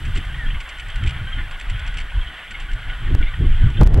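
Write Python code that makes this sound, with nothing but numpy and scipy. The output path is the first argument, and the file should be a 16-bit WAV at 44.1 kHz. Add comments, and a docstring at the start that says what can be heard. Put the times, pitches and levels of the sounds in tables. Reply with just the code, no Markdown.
"""Gusty wind buffets a small camera's microphone on a cliff top, hardest near the end.
Far below, hundreds of harsh seabird calls (pulse trains through throat and beak) blur into a wash;
a few nearer ones echo off the cliff. A lens motor ticks and whines in the camera shell over a faint
hiss of surf and motor. The level drops in sudden steps on some of the strong buffets."""
import sys
import numpy as np
from scipy import signal
from scipy.fft import rfft, irfft
from scipy.io import wavfile
from scipy.ndimage import uniform_filter1d

SR = 44100
rng = np.random.default_rng(int(sys.argv[2]) if len(sys.argv) > 2 else 0)


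def pcm_store(signal):
    """Save signal as 16-bit PCM."""
    levels = np.round(np.clip(np.atleast_2d(signal), -1, 1) * 32767)
    wavfile.write(sys.argv[1], SR, levels.astype(np.int16).T)


N = 176400

# Gust envelopes: (time [s], rumble [dB], thud [dB], flutter [dB])
GUST_LEVELS = [(0.0, -22, -19, -27), (0.06, -15, -19, -35), (0.13, -26, -31, -49), (0.16, -15, -28, -35),
               (0.26, -19, -24, -40), (0.54, -19, -31, -47), (0.66, -30, -50, -54), (0.9, -26, -36, -53),
               (1.07, -12, -21, -41), (1.14, -29, -30, -49), (1.43, -15, -26, -37), (1.49, -32, -38, -56),
               (1.63, -29, -51, -54), (1.7, -18, -29, -51), (1.86, -20, -28, -51), (2.05, -26, -48, -53),
               (2.14, -24, -36, -57), (2.18, -14, -33, -47), (2.34, -35, -50, -53), (2.85, -25, -36, -53),
               (3.16, -12, -19, -28), (3.24, -18, -35, -48), (3.36, -25, -30, -54), (3.41, -14, -18, -29),
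               (3.53, -18, -33, -51), (3.66, -16, -17, -35), (3.74, -27, -27, -42), (3.78, -19, -17, -28),
               (3.815, -10, -5, -12), (3.85, -8, -8, -21), (3.9, -6, -7, -16), (4.0, -5.5, -7, -13)]
# Rumble, thud and flutter bands: (low [Hz], high [Hz], filter order)
WIND_BANDS = [(18, 58, 3), (60, 150, 4), (150, 380, 3)]
# Single pressure swells: (crest [s], signed pressure [full scale], width [s], level drop [dB])
BUFFETS = [(3.1445, -.5, .003, 0), (3.1507, .72, .0025, 3), (3.196, .7, .006, 0), (3.803, .55, .0035, 0),
           (3.8125, -.97, .001, 3), (3.8295, .9, .0015, 0), (3.844, 1.3, .005, 0), (3.8338, -1.2, .002, 3),
           (3.8653, -1.6, .003, 0), (3.8738, 1.2, .004, 3), (3.9443, 1.25, .003, 3)]
# Far colony envelope: (time [s], level [dB])
COLONY_LEVELS = [(0.0, -39), (0.44, -37), (1.8, -36.5), (2.42, -38), (2.69, -38), (3.08, -37.5),
                 (3.73, -37), (3.89, -38.5), (3.97, -35.5)]
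# Far colony's tone colour, with a narrow camera-body resonance near 1460 Hz: (frequency [Hz], gain [dB])
COLONY_AND_BODY_COLOUR = [(240, -18), (400, -13), (576, -11), (753, -6), (1000, -8.5), (1400, -4.5),
                          (1462, 4.5), (1525, -1), (2080, -2.5), (2370, -8), (2750, -7), (3200, -5),
                          (3500, -10.5), (4240, -22.5), (5500, -36.5), (9000, -100)]
# Nearer birds: (time [s], level [dB], throat [Hz], length [s], pitch glide [fraction])
NEAR_CALLS = [(0.343, -24.5, 1854, 0.0068, -0.027), (0.381, -28.5, 1938, 0.085, -0.13),
              (0.46, -30.5, 3225, 0.017, 0.0058), (0.503, -28, 3315, 0.014, -0.051),
              (0.543, -26, 2185, 0.013, -0.011), (1.017, -32.5, 1430, 0.029, 0.088),
              (1.269, -29, 1560, 0.04, 0.0079), (1.321, -28, 3160, 0.046, -0.028),
              (1.378, -30.5, 1750, 0.033, 0.011), (2.209, -32.5, 3210, 0.043, -0.023),
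              (2.259, -32, 3220, 0.035, -0.037), (2.5376, -24, 2130, 0.019, -0.0084),
              (2.816, -32, 1634, 0.012, 0.016), (2.894, -26, 2090, 0.017, -0.045),
              (2.927, -31.5, 2960, 0.017, 0.0076), (3.135, -31.5, 1480, 0.008, 0.025),
              (3.224, -23, 2182, 0.012, 0.025), (3.263, -26.5, 1995, 0.021, 0.14),
              (3.336, -26.5, 1910, 0.0077, -0.012), (3.768, -28.5, 3180, 0.026, 0.048),
              (3.7988, -27, 1443, 0.012, -0.026)]
# Lens gear scrapes: (time [s], relative level [dB], length [s])
GEAR_TICKS = [(0.051, -45.5, 0.013), (0.152, -41, 0.022), (0.173, -38.5, 0.0096), (0.25, -48.5, 0.0064),
              (0.603, -43, 0.013), (0.6893, -42.5, 0.014), (0.785, -45.5, 0.0063), (0.796, -42, 0.011),
              (0.884, -47.5, 0.0081), (0.9009, -44, 0.0058), (0.958, -41.5, 0.0077), (1.0373, -42, 0.005),
              (1.062, -41.5, 0.007), (1.0717, -40, 0.013), (1.091, -42, 0.0095), (1.106, -40.5, 0.0058),
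              (1.511, -46, 0.0095), (1.598, -42, 0.0071), (1.611, -41.5, 0.0059), (1.697, -42, 0.013),
              (1.793, -45.5, 0.0089), (1.863, -45, 0.011), (1.875, -45, 0.011), (1.94, -48.5, 0.0098),
              (1.971, -39, 0.0064), (1.983, -39.5, 0.011), (2.001, -43.5, 0.017), (2.508, -43, 0.01),
              (2.52, -50, 0.005), (2.6, -46, 0.021), (2.714, -47, 0.0087), (2.732, -44.5, 0.0065),
              (3.702, -46, 0.0042)]
# Camera shell resonances: (centre [Hz], width [Hz], gain [dB])
SHELL_MODES = [(1390, 170, -16), (2100, 375, 9.5), (3095, 450, 8.5), (4504, 87, 1), (4970, 310, -9.5),
               (5920, 470, -9), (7440, 330, -4), (8360, 620, -10), (9350, 650, -14)]
# Motor whine: (frequency [Hz], level [dB])
WHINE_TONES = [(11472, -75)]
# Background hiss spectrum, with camera-motor peaks near 7.4 and 9.3 kHz: (frequency [Hz], gain [dB])
HISS_SPECTRUM = [(2500, -35.5), (3800, -9), (5000, -12.5), (6800, -15), (7400, -11.5), (9300, -9),
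                 (10200, -15), (13000, -17), (15800, -20.5)]


def wind(eddy_hz=20, eddy_db=1.5, capsule_limit=1.25):
    """Eddies roll over the ports and strain the capsule; the strongest are single pressure swells."""
    t, eddies, pressure = np.arange(N) / SR, walk(eddy_hz), 0
    for k, (lo_hz, hi_hz, order) in enumerate(WIND_BANDS):
        flutter = undb(eddy_db * (k / 2 + 2) * (eddies + .5 * walk(40)))
        brown = np.cumsum(rng.standard_normal(N))
        pressure += unit(band(brown, lo_hz, hi_hz, order) * flutter) * undb(curve(GUST_LEVELS, k + 1))
    # The top band's flutter spills into the mids when strong.
    roar = unit(band(rng.standard_normal(N), 180, 720, order=2) * flutter)
    pressure += roar * undb(4 + 1.74 * np.minimum(curve(GUST_LEVELS, 3), -12))
    pressure = capsule_limit * np.tanh(pressure / capsule_limit)
    for crest_s, peak, width_s, _ in BUFFETS:
        swell = np.exp(-.5 * ((t - crest_s) / width_s) ** 2)
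        pressure = pressure * (1 - swell) + peak * swell
    return pressure


def bird_call(throat_hz, length_s, glide, draws, rasp):
    """One harsh syllable: a gliding, rasping pulse train through throat and beak; rms 1/3."""
    throat_width_hz, beak_hz, beak_width_hz = 380, 3250, 250
    attack_s, clear_s, jitter_rad = .004, .037, .4
    t = np.arange(int(1.5 * length_s * SR)) / SR
    rough = min(clear_s / length_s, 1) ** 1.5  # long calls ring clearer
    free_pitch_hz = 600 * np.exp(.2 * draws[0])
    f0_hz = throat_hz / max(round(throat_hz / free_pitch_hz), 1)  # one harmonic on the throat peak
    i = int(abs(draws[1]) * SR) % (N // 2)
    shimmer, jitter = rasp[:, i:i + len(t)]
    phase = 2 * np.pi * f0_hz * (t + glide * t ** 2 / (2 * length_s)) + jitter_rad * rough * jitter
    k = np.arange(1, 9)[:, None]
    throat = 1 / (1 + ((k * f0_hz - throat_hz) / (throat_width_hz * rough)) ** 2)
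    beak = .5 * rough / (1 + ((k * f0_hz - beak_hz) / beak_width_hz) ** 2)
    pulses = ((throat + beak) * np.cos(k * (phase + draws[2]))).sum(axis=0)
    envelope = np.minimum(t / attack_s, 1) * np.exp(-(t / length_s) ** 3)
    return unit(pulses * np.exp(.55 * rough * shimmer) * envelope) / 3


def colony(far_count=900, syllable_s=.02844, scatter_db=3, rasp_hz=210):
    """A crowd of far calls over a noise blur, plus nearer calls with their echo."""
    crowd, near = np.zeros(N), np.zeros(N)
    rasp = np.array([walk(rasp_hz), walk(rasp_hz)])
    spots = rng.random((far_count, 3))
    for (when, height, stretch), draws in zip(spots, rng.standard_normal((far_count, 5))):
        glide = .05 * (draws[3] - 1)  # most calls sag
        voice = bird_call(1000 + 2600 * height, syllable_s * (.5 + stretch), glide, draws, rasp)
        add(crowd, when * N / SR, undb(scatter_db * draws[4]) * voice)
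    for start_s, db, throat_hz, length_s, glide in NEAR_CALLS:
        voice = bird_call(throat_hz, length_s, glide, rng.standard_normal(3), rasp)
        add(near, start_s, undb(db) * voice)
    near = band(near, 1160, 3580, order=5)
    blur = undb(-2) * rng.standard_normal(N) * undb(1.37 * walk(16))
    far = unit(colour(.28 * unit(crowd) + blur, COLONY_AND_BODY_COLOUR)) * undb(curve(COLONY_LEVELS))
    return far + near + cliff_echo(near)


def cliff_echo(x, gain_db=-7, t60_s=.49):
    """Diffuse reflection off the cliff: a decaying noise tail."""
    t = np.arange(int(t60_s * SR)) / SR
    tail = rng.standard_normal(len(t)) * undb(-60 * t / t60_s)
    return undb(gain_db) * signal.fftconvolve(x, unit(tail) / np.sqrt(len(t)))[:N]


def lens_motor(rattle_hz=422, tick_gain_db=13.5, buzz_drive_db=-50.5):
    """Short uneven gear scrapes and a faint steady buzz ring the shell; a thin whine on top."""
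    t, scrapes = np.arange(N) / SR, np.zeros(N)
    grit = rng.standard_normal(N) * undb(walk(rattle_hz))
    for start_s, db, length_s in GEAR_TICKS:
        age_s, i = np.arange(int(2 * length_s * SR)) / SR, int(start_s * SR)
        envelope = undb(db) * np.exp(-(age_s / length_s) ** 2)
        add(scrapes, start_s, envelope * unit(grit[i:i + len(age_s)]))
    drive = scrapes * undb(tick_gain_db) + rng.standard_normal(N) * undb(buzz_drive_db)
    shell = sum((-1) ** k * undb(db) * ring(drive, hz, width_hz)
                for k, (hz, width_hz, db) in enumerate(SHELL_MODES))
    whine = sum(np.sqrt(2) * undb(db) * np.sin(2 * np.pi * hz * t) for hz, db in WHINE_TONES)
    return band(shell, 730, 10500) + whine


def background_hiss(floor_db=-59.5, spray_db=4.5, fade_s=.86, side_gain_db=-11.5):
    """Ebbing hiss of far surf with camera-motor peaks, as (mid, side)."""
    ebb = undb(spray_db * np.exp(-np.arange(N) / SR / fade_s) + .3 * walk(30.2))
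    mid, side = (unit(colour(rng.standard_normal(N), HISS_SPECTRUM)) for _ in range(2))
    return np.array([mid, undb(side_gain_db) * side]) * undb(floor_db) * ebb


def level_steps(step_db=1.5, step_s=.032):
    """Gain that falls at once on marked buffet crests and climbs back in regular steps."""
    gain_db, held_db = np.zeros(N), 0
    drops = [(int(crest_s * SR), db) for crest_s, _, _, db in BUFFETS if db > 1]
    ends = [i for i, _ in drops[1:]] + [N]
    for (i, drop_db), j in zip(drops, ends):
        recovery_db = step_db * (np.arange(j - i) // int(step_s * SR))
        gain_db[i:j] = np.minimum(held_db - drop_db + recovery_db, 0)
        held_db = gain_db[j - 1]
    return undb(gain_db)


def undb(db):
    """Decibels to gain."""
    return 10 ** (np.asarray(db) / 20)


def unit(x):
    """Scale to rms 1."""
    return x / np.sqrt(np.mean(x ** 2))


def curve(table, column=1):
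    """A table column over time."""
    table = np.array(table)
    return np.interp(np.arange(N) / SR, table[:, 0], table[:, column])


def colour(x, table):
    """Filter by (frequency [Hz], gain [dB]) points."""
    table, hz = np.array(table), np.arange(N // 2 + 1) * SR / N
    gain_db = np.interp(np.log(hz + 1), np.log(table[:, 0] + 1), table[:, 1])
    return irfft(rfft(x) * undb(gain_db), N)


def band(x, lo_hz, hi_hz, order=4):
    """Band-pass."""
    return signal.sosfilt(signal.butter(order, [lo_hz, hi_hz], "band", fs=SR, output="sos"), x)


def ring(x, hz, width_hz):
    """One resonance, gain 1 at the centre."""
    return signal.lfilter(*signal.iirpeak(hz, hz / width_hz, SR), x)


def walk(rate_hz):
    """Smooth random drift, rms 1."""
    hold = int(SR / rate_hz)
    stairs = np.repeat(rng.standard_normal(N // hold + 1), hold)
    return unit(uniform_filter1d(uniform_filter1d(stairs, hold), hold)[:N])


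def add(out, start_s, x):
    """Mix x in at start_s."""
    i = max(int(start_s * SR), 0)
    out[i:i + len(x)] += x[:N - i]


def scene():
    """Wind, birds and motor centred; hiss slightly wide."""
    hiss_mid, side = background_hiss()
    mid = wind() + colony() + lens_motor() + hiss_mid
    return np.array([mid + side, mid - side])


def record(dry, port_lag_s=.00002, lag_above_hz=1340, cutoff_hz=15850):
    """Level steps, left port slightly late in the treble, clipping, low-pass."""
    hz = np.arange(N + 1) * SR / (2 * N)
    turn_rad = np.pi * hz * port_lag_s / (1 + (lag_above_hz / (hz + 1)) ** 4)
    padded = np.pad(dry * level_steps(), ((0, 0), (0, N)), "symmetric")
    ports = irfft(rfft(padded) * np.exp(1j * np.array([-turn_rad, turn_rad])))[:, :N]
    lowpass = signal.ellip(10, .2, 70, cutoff_hz, fs=SR, output="sos")
    return signal.sosfilt(lowpass, np.clip(ports, -1, 1))


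dry = scene()
out = record(dry)
pcm_store(out)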